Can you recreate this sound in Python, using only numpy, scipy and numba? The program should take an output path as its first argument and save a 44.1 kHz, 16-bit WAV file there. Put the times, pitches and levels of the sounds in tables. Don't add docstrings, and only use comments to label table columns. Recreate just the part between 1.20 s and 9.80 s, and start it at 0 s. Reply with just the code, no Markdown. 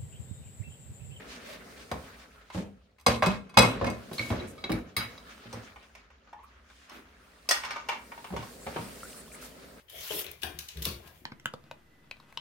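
import sys
import numpy as np
from scipy import signal
from scipy.fft import rfft, irfft, next_fast_len
from scipy.io import wavfile
from scipy.ndimage import uniform_filter1d
from numba import njit

SR = 44100
rng = np.random.default_rng(int(sys.argv[2]) if len(sys.argv) > 2 else 0)


def level_to_linear(level):
    exponent = np.asarray(level, float) / 20
    return 10 ** exponent


def generate_wav(sig):
    pcm = np.round(np.clip(np.atleast_2d(sig).T, -1, 1) * 32767).astype(np.int16)
    wavfile.write(sys.argv[1], SR, pcm)


N = 379260

# t/s, peak level/dB, loudest f/Hz,
# treble tilt/dB (before even_db), free ring (0-1)
STACK_BLOWS = [(0.714, -28, 3900, -2, 0.08), (1.301, -35.5, 2160, -34, 0.08),
               (1.784, -51.5, 2160, -16, .06), (1.797, -50, 2160, -8, .06), (1.81, -50.5, 2160, -3, .06),
               (1.863, -8.5, 4340, -10, 0.18), (1.88, -17, 1045, -11, 0.5), (2.023, -11, 1056, -32, 0.12),
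               (2.027, -18, 2560, -22, .3), (2.035, -19, 1045, -39, .2), (2.06, -19, 1348, -16.5, 0.2),
               (2.077, -31.5, 2534, -20.5, .3), (2.294, -44.5, 2534, -17.5, .2),
               (2.341, -39, 3395, -23.5, .5), (2.372, -2, 1213, -17, 0.25), (2.386, -5, 3958, -14, 0.35),
               (2.42, -13.5, 2162, -16, .6), (2.644, -22, 1436, -38, 0.05), (2.665, -28, 2150, -17.5, 0.53),
               (2.701, -30.5, 2160, -3, 0)]
# t/s, peak level/dB, loudest f/Hz, treble tilt/dB (before even_db), free ring (0-1)
DISH_BLOWS = [(2.93, -33.5, 2850, -3, 0.081), (2.981, -26, 4300, -34, 0.62), (2.993, -20, 2225, -44, 0.47),
              (3.103, -31, 2460, -47, 0.089), (3.197, -39, 3910, -38, 0.25),
              (3.223, -41.5, 2225, -37, 0.11), (3.378, -42, 1230, -35, 0.99),
              (3.44, -24.5, 2860, -70.5, 0.17), (3.501, -34.5, 1240, -11, 0.087),
              (3.518, -24, 2260, -12, 0.023), (3.765, -14, 5370, -12, 0.58),
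              (3.978, -38.5, 1200, -25, 0.069)]
# t/s, peak level/dB, loudest f/Hz,
# treble tilt/dB (before even_db), free ring (0-1)
TAPS_AND_SAUCER_BLOWS = [(4.328, -33.5, 1210, -4, 0.095), (4.559, -40, 1230, -39, .3),
                         (4.626, -48, 1380, -15, 0.32), (4.751, -40, 2080, -20, 0.065),
                         (4.903, -49, 1158, -34, 0.18), (5.072, -52, 1180, -54, .45),
                         (5.129, -38.5, 930, -40, 0.1), (5.5, -48, 1490, -35, 0.081),
                         (5.695, -39.5, 1210, -6, 0.091), (6.289, -13.5, 4900, 6, 0.21),
                         (6.296, -32, 5130, 2, 0.35), (6.309, -10, 1900, -0.5, 0.29),
                         (6.352, -28.5, 1490, -12, 0.64), (6.436, -26.5, 1800, -26, 0.089),
                         (6.449, -28.5, 1580, -9, 0.18), (6.507, -24.5, 1190, -18, 0.37),
                         (6.56, -27.5, 1240, -37, 0.5), (6.687, -17, 980, -27, 0.5),
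                         (6.725, -26.5, 950, -58, 0.1), (6.917, -33.5, 940, -54, 0.16),
                         (6.977, -36, 950, -36, 0.31), (7.043, -32, 960, -28, 0.085),
                         (7.164, -25, 965, -25, 0.21), (7.226, -32, 1060, -26, 0.13),
                         (7.468, -28, 860, -48, 0.034), (7.563, -37, 740, -43, 0.35)]
# t/s, peak level/dB, loudest f/Hz, treble tilt/dB (before even_db), free ring (0-1)
WORKTOP_BLOWS = [(0.714, -23, 104, 10, 0.08), (1.347, -26, 328, -10, 0.54), (1.377, -25, 200.5, -11, 0.6),
                 (1.398, -35, 196, -28, 0.6), (1.866, -14, 511, -13, 0.93), (2.022, -17, 586, 12, 0.98),
                 (2.065, -18, 191.7, 0, 0.62), (2.37, -10, 523, -8, 0.57), (2.395, -17, 483, -5, 0.8),
                 (2.43, -14.5, 268, 3.5, 0.66), (2.613, -18, 176, 2, 1), (2.672, -19.5, 129, -2, 0.11),
                 (2.914, -29, 367, -8, 0.1), (2.99, -27.5, 294, -10.5, 0.86), (3.103, -20, 325, -8, 0.16),
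                 (3.117, -23.5, 256, 4, 0.6), (3.199, -31, 372, -15.5, 0.8), (3.439, -28.5, 368, 8, 0.3),
                 (3.495, -18, 306, -22, 0.4), (3.53, -21.5, 211, -23, 0.04), (3.769, -28.5, 106, -27, 0.66),
                 (4.256, -39, 127, -24, .7), (4.332, -29.5, 466, -11, 0.32),
                 (4.368, -36.5, 61.3, -12, 0.28), (7.104, -33.5, 200, 6, 0.37),
                 (7.124, -29.5, 181, -8, 0.24), (7.137, -27.5, 474, 0, 0.25),
                 (7.165, -33.5, 121, -30, 0.35), (7.465, -27.5, 530, 4, 0.23), (7.561, -24, 470, 34, 0.2),
                 (7.589, -30.5, 215, -24, 1)]
# f/Hz, side over mid (ratio)
PORT_DIFFERENCE = [(60, 0.15), (250, 0.32), (1000, 1), (3000, 0.88), (16000, 1)]
PORT_SIGN = np.array([[1], [-1]])


def on_log(hz, table):
    at, value = np.transpose(table)
    return np.interp(np.log(np.maximum(hz, 1)), np.log(at), value)


def unit(x):
    return x / np.sqrt(np.mean(x ** 2))


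def colour(x, table):
    size = next_fast_len(x.shape[-1])
    gain = level_to_linear(on_log(np.fft.rfftfreq(size, 1 / SR), table))
    return irfft(rfft(x, size) * gain, size)[..., :x.shape[-1]]


def walk(rate):
    hold = int(SR / rate)
    steps = np.repeat(rng.standard_normal(N // hold + 1), hold)
    return uniform_filter1d(steps, hold)[:N]


def wide(mid, side):
    share_db = [(hz, 20 * np.log10(max(share, 1e-3))) for hz, share in PORT_DIFFERENCE]
    return mid + PORT_SIGN * colour(side, share_db)


def house():
    band = signal.butter(2, [45, 70], "band", fs=SR, output="sos")
    return unit(signal.sosfilt(band, rng.standard_normal(N))) * level_to_linear(-62.5)


def kitchen(x):
    # f/Hz, T60/s
    room_t60 = [(100, 0.5), (500, 0.28), (2000, 0.41), (8000, 0.17), (16000, 0.52)]
    t = np.arange(SR * 3 // 4) / SR
    tail = 0
    for hz in 60 * 2. ** np.arange(8):
        octave = signal.butter(2, [hz, 2 * hz], "band", fs=SR, output="sos")
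        band = signal.sosfilt(octave, rng.standard_normal((2, len(t))))
        t60 = max(on_log(np.sqrt(2) * hz, room_t60), .05)
        tail = tail + band * np.exp(-np.log(1000) * t / t60)
    tail = wide(*tail) * np.clip(t / 0.0017 - .3, 0, 1)
    return signal.fftconvolve(x.mean(axis=0)[None], unit(tail) / np.sqrt(len(t)), axes=1)[:, :N]


def spray(rate, spread_db):
    falls = rng.random((2, N)) < rate / SR
    size_db = spread_db * np.minimum(rng.exponential(size=(2, N)), 2)
    drops = falls * level_to_linear(size_db) * rng.standard_normal((2, N))
    drops = signal.lfilter([1], [1, -.6], drops)
    return rng.standard_normal((2, N)) + drops


def flow(table, db, rate, spread_db, flicker_db, quick, count):
    size = next_fast_len(N)
    whole = rfft(colour(spray(rate, spread_db), table), size)
    place = on_log(np.fft.rfftfreq(size, 1 / SR), [(table[1][0], 0), (table[-2][0], count)])
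    swell = walk(quick / 2)
    total = 0
    for k in range(count + 1):
        band = irfft(whole * np.clip(1 - abs(place - k), 0, 1), size)[:, :N]
        total = total + band * level_to_linear(flicker_db * (swell + walk(quick)))
    mid, side = total
    return unit(wide(mid, side)) * level_to_linear(db)


def trail(db, hits, under_db, rise_s, fall_s):
    t, kicks = np.arange(SR) / SR, np.zeros(N)
    kicks[[int(h[0] * SR) for h in hits]] = [level_to_linear(h[1] + under_db) ** 2 for h in hits]
    shape = ((1 - np.exp(-t / max(rise_s, 1e-3))) * np.exp(-t / max(fall_s, 1e-2))) ** 2
    added = np.abs(signal.fftconvolve(kicks, shape / shape.max())[:N])
    return 10 * np.log10(level_to_linear(db) ** 2 + added)


def bubbles(slosh_db, rate, over_db):
    # t/s, start level/dB, starting f/Hz
    drips = [(7.832, -32.5, 1310), (7.843, -42, 1390), (7.854, -39, 1430), (7.93, -43, 2730),
             (8.118, -42.5, 2270), (8.149, -43, 2150), (8.226, -42, 1300)]
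    fade_turns, glide = 6, .004
    chance = rng.random((int(rate * N / SR), 3))
    drip_s, drip_db, drip_hz = np.transpose(drips)
    s = np.append(chance[:, 0] * N / SR, drip_s)
    hz = np.append(1000 * 4.5 ** chance[:, 1], drip_hz)
    bubble_db = slosh_db[(chance[:, 0] * N).astype(int)] + over_db - 14 * chance[:, 2]
    db = np.append(bubble_db, drip_db)
    out, t = np.zeros(N + 2048), np.arange(2048) / SR
    for start, pitch, level in zip((s * SR).astype(int), hz, level_to_linear(db)):
        turns = pitch * t
        tone = np.sin(2 * np.pi * turns * (1 + glide * np.minimum(turns, 40)))
        out[start:start + len(t)] += level * np.exp(-turns / fade_turns) * tone
    return out[:N]


def water():
    # t/s, rumble level/dB, slosh level/dB, foam fizz level/dB
    noise_levels = [(0.0, -50.5, -54.5, -60), (0.84, -53.5, -54, -58), (1.15, -63, -61, -67.5),
                    (1.82, -72.5, -72, -86), (2.01, -53, -68.5, -88), (2.331, -56, -57, -77.5),
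                    (2.4, -48, -42.5, -68), (2.56, -37.5, -45.5, -74), (2.75, -54, -59, -64),
                    (3.16, -46.5, -50.5, -60.5), (3.74, -59, -65, -73), (3.9, -54.5, -54.5, -62.5),
                    (4.482, -59, -54, -63.5), (4.91, -68, -66.5, -84.5), (6.35, -63.5, -56.5, -64),
                    (6.47, -57.5, -42, -80), (6.8, -56.5, -60, -58.5), (7.71, -50, -52, -49),
                    (8.6, -53, -55.5, -58)]
    # f/Hz, level/dB
    rumble_colour = [(15, -43), (25, -17.5), (54, 4), (81, -10), (249, 3.5), (349, -8.5), (379, -0.5),
                     (537, -2.5), (700, -6.5), (910, -25.5), (1540, -120)]
    # f/Hz, level/dB
    slosh_colour = [(260, -40), (450, -26), (600, -11), (808, -5.5), (1180, -3.5), (1240, 0), (2220, -5.5),
                    (7000, -19), (9100, -57.5), (15400, -120)]
    # f/Hz, level/dB
    fizz_colour = [(2650, -15.5), (4500, -6.5), (6360, -11), (9380, -6.5), (10700, -14), (15100, -12.5),
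                   (16000, -14.5), (16400, -8)]
    s, *columns = np.transpose(noise_levels)
    rumble_db, slosh_db, fizz_db = (np.interp(np.arange(N) / SR, s, c) for c in columns)
    clinks = STACK_BLOWS + DISH_BLOWS + TAPS_AND_SAUCER_BLOWS
    boomy_db = trail(rumble_db, WORKTOP_BLOWS, under_db=-20.5, rise_s=0.019, fall_s=0.059)
    splashy_db = trail(slosh_db, clinks, under_db=-21.5, rise_s=0.039, fall_s=0.033)
    rumble = flow(rumble_colour, boomy_db, rate=84, spread_db=1.7, flicker_db=0.73, quick=9.6, count=5)
    slosh = flow(slosh_colour, splashy_db, rate=490, spread_db=5.5, flicker_db=2.9, quick=30, count=8)
    fizz = flow(fizz_colour, fizz_db, rate=590, spread_db=2.3, flicker_db=1.9, quick=25, count=6)
    return rumble + slosh + fizz + bubbles(slosh_db, rate=70, over_db=5)


def strokes_and_foam():
    # t/s, length/s, level/dB, centre f/Hz, width/octaves
    bursts = [(0.053, 0.15, -49, 2430, 1.43), (0.21, 0.19, -51, 2160, 1.14),
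              (0.228, 0.15, -50.5, 574, 0.19), (0.55, .11, -53, 2190, 1.4),
              (0.969, 0.09, -54.5, 1920, 1.54), (1.31, 0.14, -49, 2240, 1.72), (2.88, 0.31, -49, 4620, 1.4),
              (3.265, 0.064, -54.5, 8400, 0.53), (4.256, 0.024, -54.5, 2510, 0.84),
              (5.225, 0.033, -70, 11100, 0.7), (5.447, 0.27, -63.5, 2860, 1.42),
              (5.667, 0.15, -53, 1280, 1.36), (5.697, 0.144, -55, 280, 0.54),
              (7.39, 0.081, -57, 7800, 0.19), (7.497, 0.16, -50, 1680, 1.34),
              (7.828, 0.032, -52, 8550, .35), (7.95, 0.077, -51, 8900, 0.3),
              (8.114, 0.053, -50.5, 8550, 0.38), (8.2, 0.083, -49, 7200, 1.3)]
    out, grain, waver = np.zeros((2, N)), spray(2500, 6.0), level_to_linear(1.5 * walk(70))
    for s, length, db, hz, octaves in bursts:
        span = slice(int(s * SR), int((s + length) * SR))
        reach = 2 ** max(octaves, .05)
        hump = [(hz / reach ** 2, -30), (hz / reach, -6), (hz, 0), (hz * reach, -6), (hz * reach ** 2, -30)]
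        burst = colour(grain[:, span], hump)
        fade = signal.windows.tukey(burst.shape[1], .6)
        out[:, span] += level_to_linear(db) * unit(wide(*burst)) * waver[span] * fade
    return out


def squeaks():
    # t/s, length/s, level of the main tone/dB, f/Hz
    squeak_steps = [(5.13, 0.01, -41, 914), (5.143, .018, -53, 850), (5.162, 0.018, -48, 868),
                    (5.188, 0.0085, -46, 990), (5.195, .006, -49, 1010), (5.23, 0.0067, -52, 976),
                    (5.236, 0.0067, -50, 1120), (5.24, 0.0092, -48, 1210)]
    octave_db = -15
    out = np.zeros(N)
    for s, length, db, hz in squeak_steps:
        turns = hz * np.arange(int(length * SR)) / SR + rng.random()
        tone = np.sin(2 * np.pi * turns) + level_to_linear(octave_db) * np.sin(4 * np.pi * turns)
        start = int(s * SR)
        out[start:start + len(turns)] += level_to_linear(db) * tone * signal.windows.tukey(len(turns), .7)
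    return out


@njit
def ring(push, poles, gains, size):
    out = np.zeros((2, size))
    for m in range(len(poles)):
        z = 0j
        for i in range(size):
            z = z * poles[m] + (push[i] if i < len(push) else 0.)
            out[0, i] += (gains[0, m] * z).imag
            out[1, i] += (gains[1, m] * z).imag
    return out


def strike(hits, modes, rattle_s, low_hz, crack_db, favour_db, even_db, split):
    # f/Hz, level/dB
    crack_top = [(4000, 0), (8000, -11), (16000, -22)]
    scatter_db = 3.5
    hz, db, t60 = np.repeat(modes, 3, axis=1)
    hz = hz * (1 + split * np.resize([0, -1, 1.6], len(hz)))
    db = db + np.resize([0, -6, -9], len(hz))
    size, t = SR // 3, np.arange(4096) / SR
    waves = np.exp(-2j * np.pi * np.outer(hz, t))
    out = np.zeros((2, N + size))
    for s, peak_db, loud_hz, treble_db, free in hits:
        noise, chance = rng.standard_normal((3, len(t))), rng.standard_normal((2, len(hz)))
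        contacts = np.repeat(level_to_linear(3.0 * rng.standard_normal(len(t) // 64)), 64)
        push = noise * contacts * np.exp(-t / max(rattle_s, 1e-3)) * np.minimum(t / 0.0002, 1)
        ring_s = np.clip(free * t60, .01, .5)
        poles = np.exp(2j * np.pi * hz / SR - np.log(1000) / (ring_s * SR))
        tilt_db = treble_db - even_db
        tone = [(low_hz / 12, -70), (low_hz / 3, -30), (low_hz, 0), (3 * low_hz, 0),
                (9 * low_hz, tilt_db), (30 * low_hz, tilt_db - 18.5), (200 * low_hz, tilt_db - 45.5)]
        near = np.exp(-.5 * (np.log(hz / loud_hz) / 0.043) ** 2)
        turn = np.arctan(on_log(hz, PORT_DIFFERENCE)) * np.sign(chance[1])
        mode_db = db + on_log(hz, tone) + favour_db * near + scatter_db * chance[0]
        gains = level_to_linear(mode_db) * np.exp(1j * PORT_SIGN * turn)
        share = np.abs(waves @ push[0])
        gains /= share + share.mean() / 4
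        sound = ring(push[0], poles, gains, size)
        sound /= np.abs(sound).max()
        crack = colour(wide(push[1], push[2]), tone)
        crack = colour(crack, [(loud_hz / 1.6, 0), (loud_hz, 6), (loud_hz * 1.6, 0)])
        crack = colour(crack, crack_top)
        sound[:, :len(t)] += level_to_linear(crack_db) * crack / np.abs(crack).max()
        at = int(s * SR)
        out[:, at:at + size] += level_to_linear(peak_db) * sound / np.abs(sound.mean(axis=0)).max()
    high = signal.butter(3, hz.min() / 2, "high", fs=SR, output="sos")
    return signal.sosfilt(high, out[:, :N])


def worktop():
    # f/Hz, level/dB, T60 before damping/s
    worktop_modes = [(65, 108, 119, 196, 232, 255, 308, 368, 488, 545, 615, 700, 770),
                     (-6, -11, 0, -1, -2, -8, -5, -5, -2, -5, -8, -11, -16),
                     (.5, .3, .5, .5, .5, .4, .35, .3, .25, .25, .2, .2, .2)]
    return strike(WORKTOP_BLOWS, worktop_modes, rattle_s=.015, low_hz=100, crack_db=-4.0,
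                  favour_db=19, even_db=-11.5, split=0.0036)


def taps_and_saucer():
    # f/Hz, level/dB, T60 before damping/s
    dense_modes = [(840, 953, 1210, 1486, 1884, 2202, 2326, 2735, 2998, 3420, 4387, 4890, 5180, 5346, 5470, 6164, 7790, 8419, 11260, 11770, 12320, 1060, 9150, 15000),
                   (-7, -4, -6, -3, -5, -1, -4, -4, -4, -5, -6, -7, -6, -5, -6, -10, -12, -7, -12, -14, -12, -3, -10, -8),
                   (.25, .22, .25, .25, .25, .3, .25, .3, .22, .3, .15, .3, .17, .18, .22, .19, .22, .28, .2, .2, .2, .25, .25, .3)]
    return strike(TAPS_AND_SAUCER_BLOWS, dense_modes, rattle_s=0.0087, low_hz=736, crack_db=-8,
                  favour_db=12, even_db=-14.5, split=0.0098)


def dish():
    # f/Hz, level/dB, T60 before damping/s
    dish_modes = [(1240, 2225, 2611, 3350, 3910, 4300, 4900, 6460, 7720, 9190, 9862, 11560, 12110, 14200, 15600),
                  (-16, -7, -14, -12, -3, -8, -4, -16, -12, -3, -4, -6, -3, -3, -2),
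                  (.2, .35, .19, .2, .4, .17, .35, .14, .16, .2, .18, .17, .2, .17, .2)]
    return strike(DISH_BLOWS, dish_modes, rattle_s=.007, low_hz=1130, crack_db=-8,
                  favour_db=15, even_db=-3.5, split=0.006)


def plate_stack():
    # f/Hz, level/dB, T60 before damping/s
    stack_modes = [(1045, 1125, 1184, 1348, 1580, 2162, 2534, 3395, 3958, 4300, 4613, 4813, 5114, 6003, 6400, 7960, 8557, 9500, 10460, 11140, 11650, 12310, 13440, 7640, 9750, 13700),
                   (-3, -8, -10, -8, -12, -8, -5, -10, -4, -13, -12, -7, -12, -8, -16, -9, -6, -13, -11, -14, -12, -14, -10, -10, -10, -12),
                   (.25, .2, .3, .2, .2, .35, .27, .3, .25, .25, .25, .3, .22, .35, .25, .15, .28, .12, .2, .25, .22, .14, .3, .25, .25, .3)]
    return strike(STACK_BLOWS, stack_modes, rattle_s=0.0059, low_hz=720, crack_db=-8,
                  favour_db=6, even_db=-11.5, split=0.003)


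def scene():
    close = plate_stack() + dish() + taps_and_saucer() + worktop() + strokes_and_foam() + squeaks()
    return close + level_to_linear(-4.5) * kitchen(close) + water() + house()


def low_pass(x):
    return signal.sosfilt(signal.butter(12, 16510, fs=SR, output="sos"), x)


def record(dry):
    no_top = signal.sosfilt(signal.ellip(8, .2, 70, 15900, fs=SR, output="sos"), dry)
    mix = signal.sosfilt(signal.butter(6, 52, "high", fs=SR, output="sos"), no_top)
    return low_pass(mix)


dry = scene()
out = record(dry)
generate_wav(out)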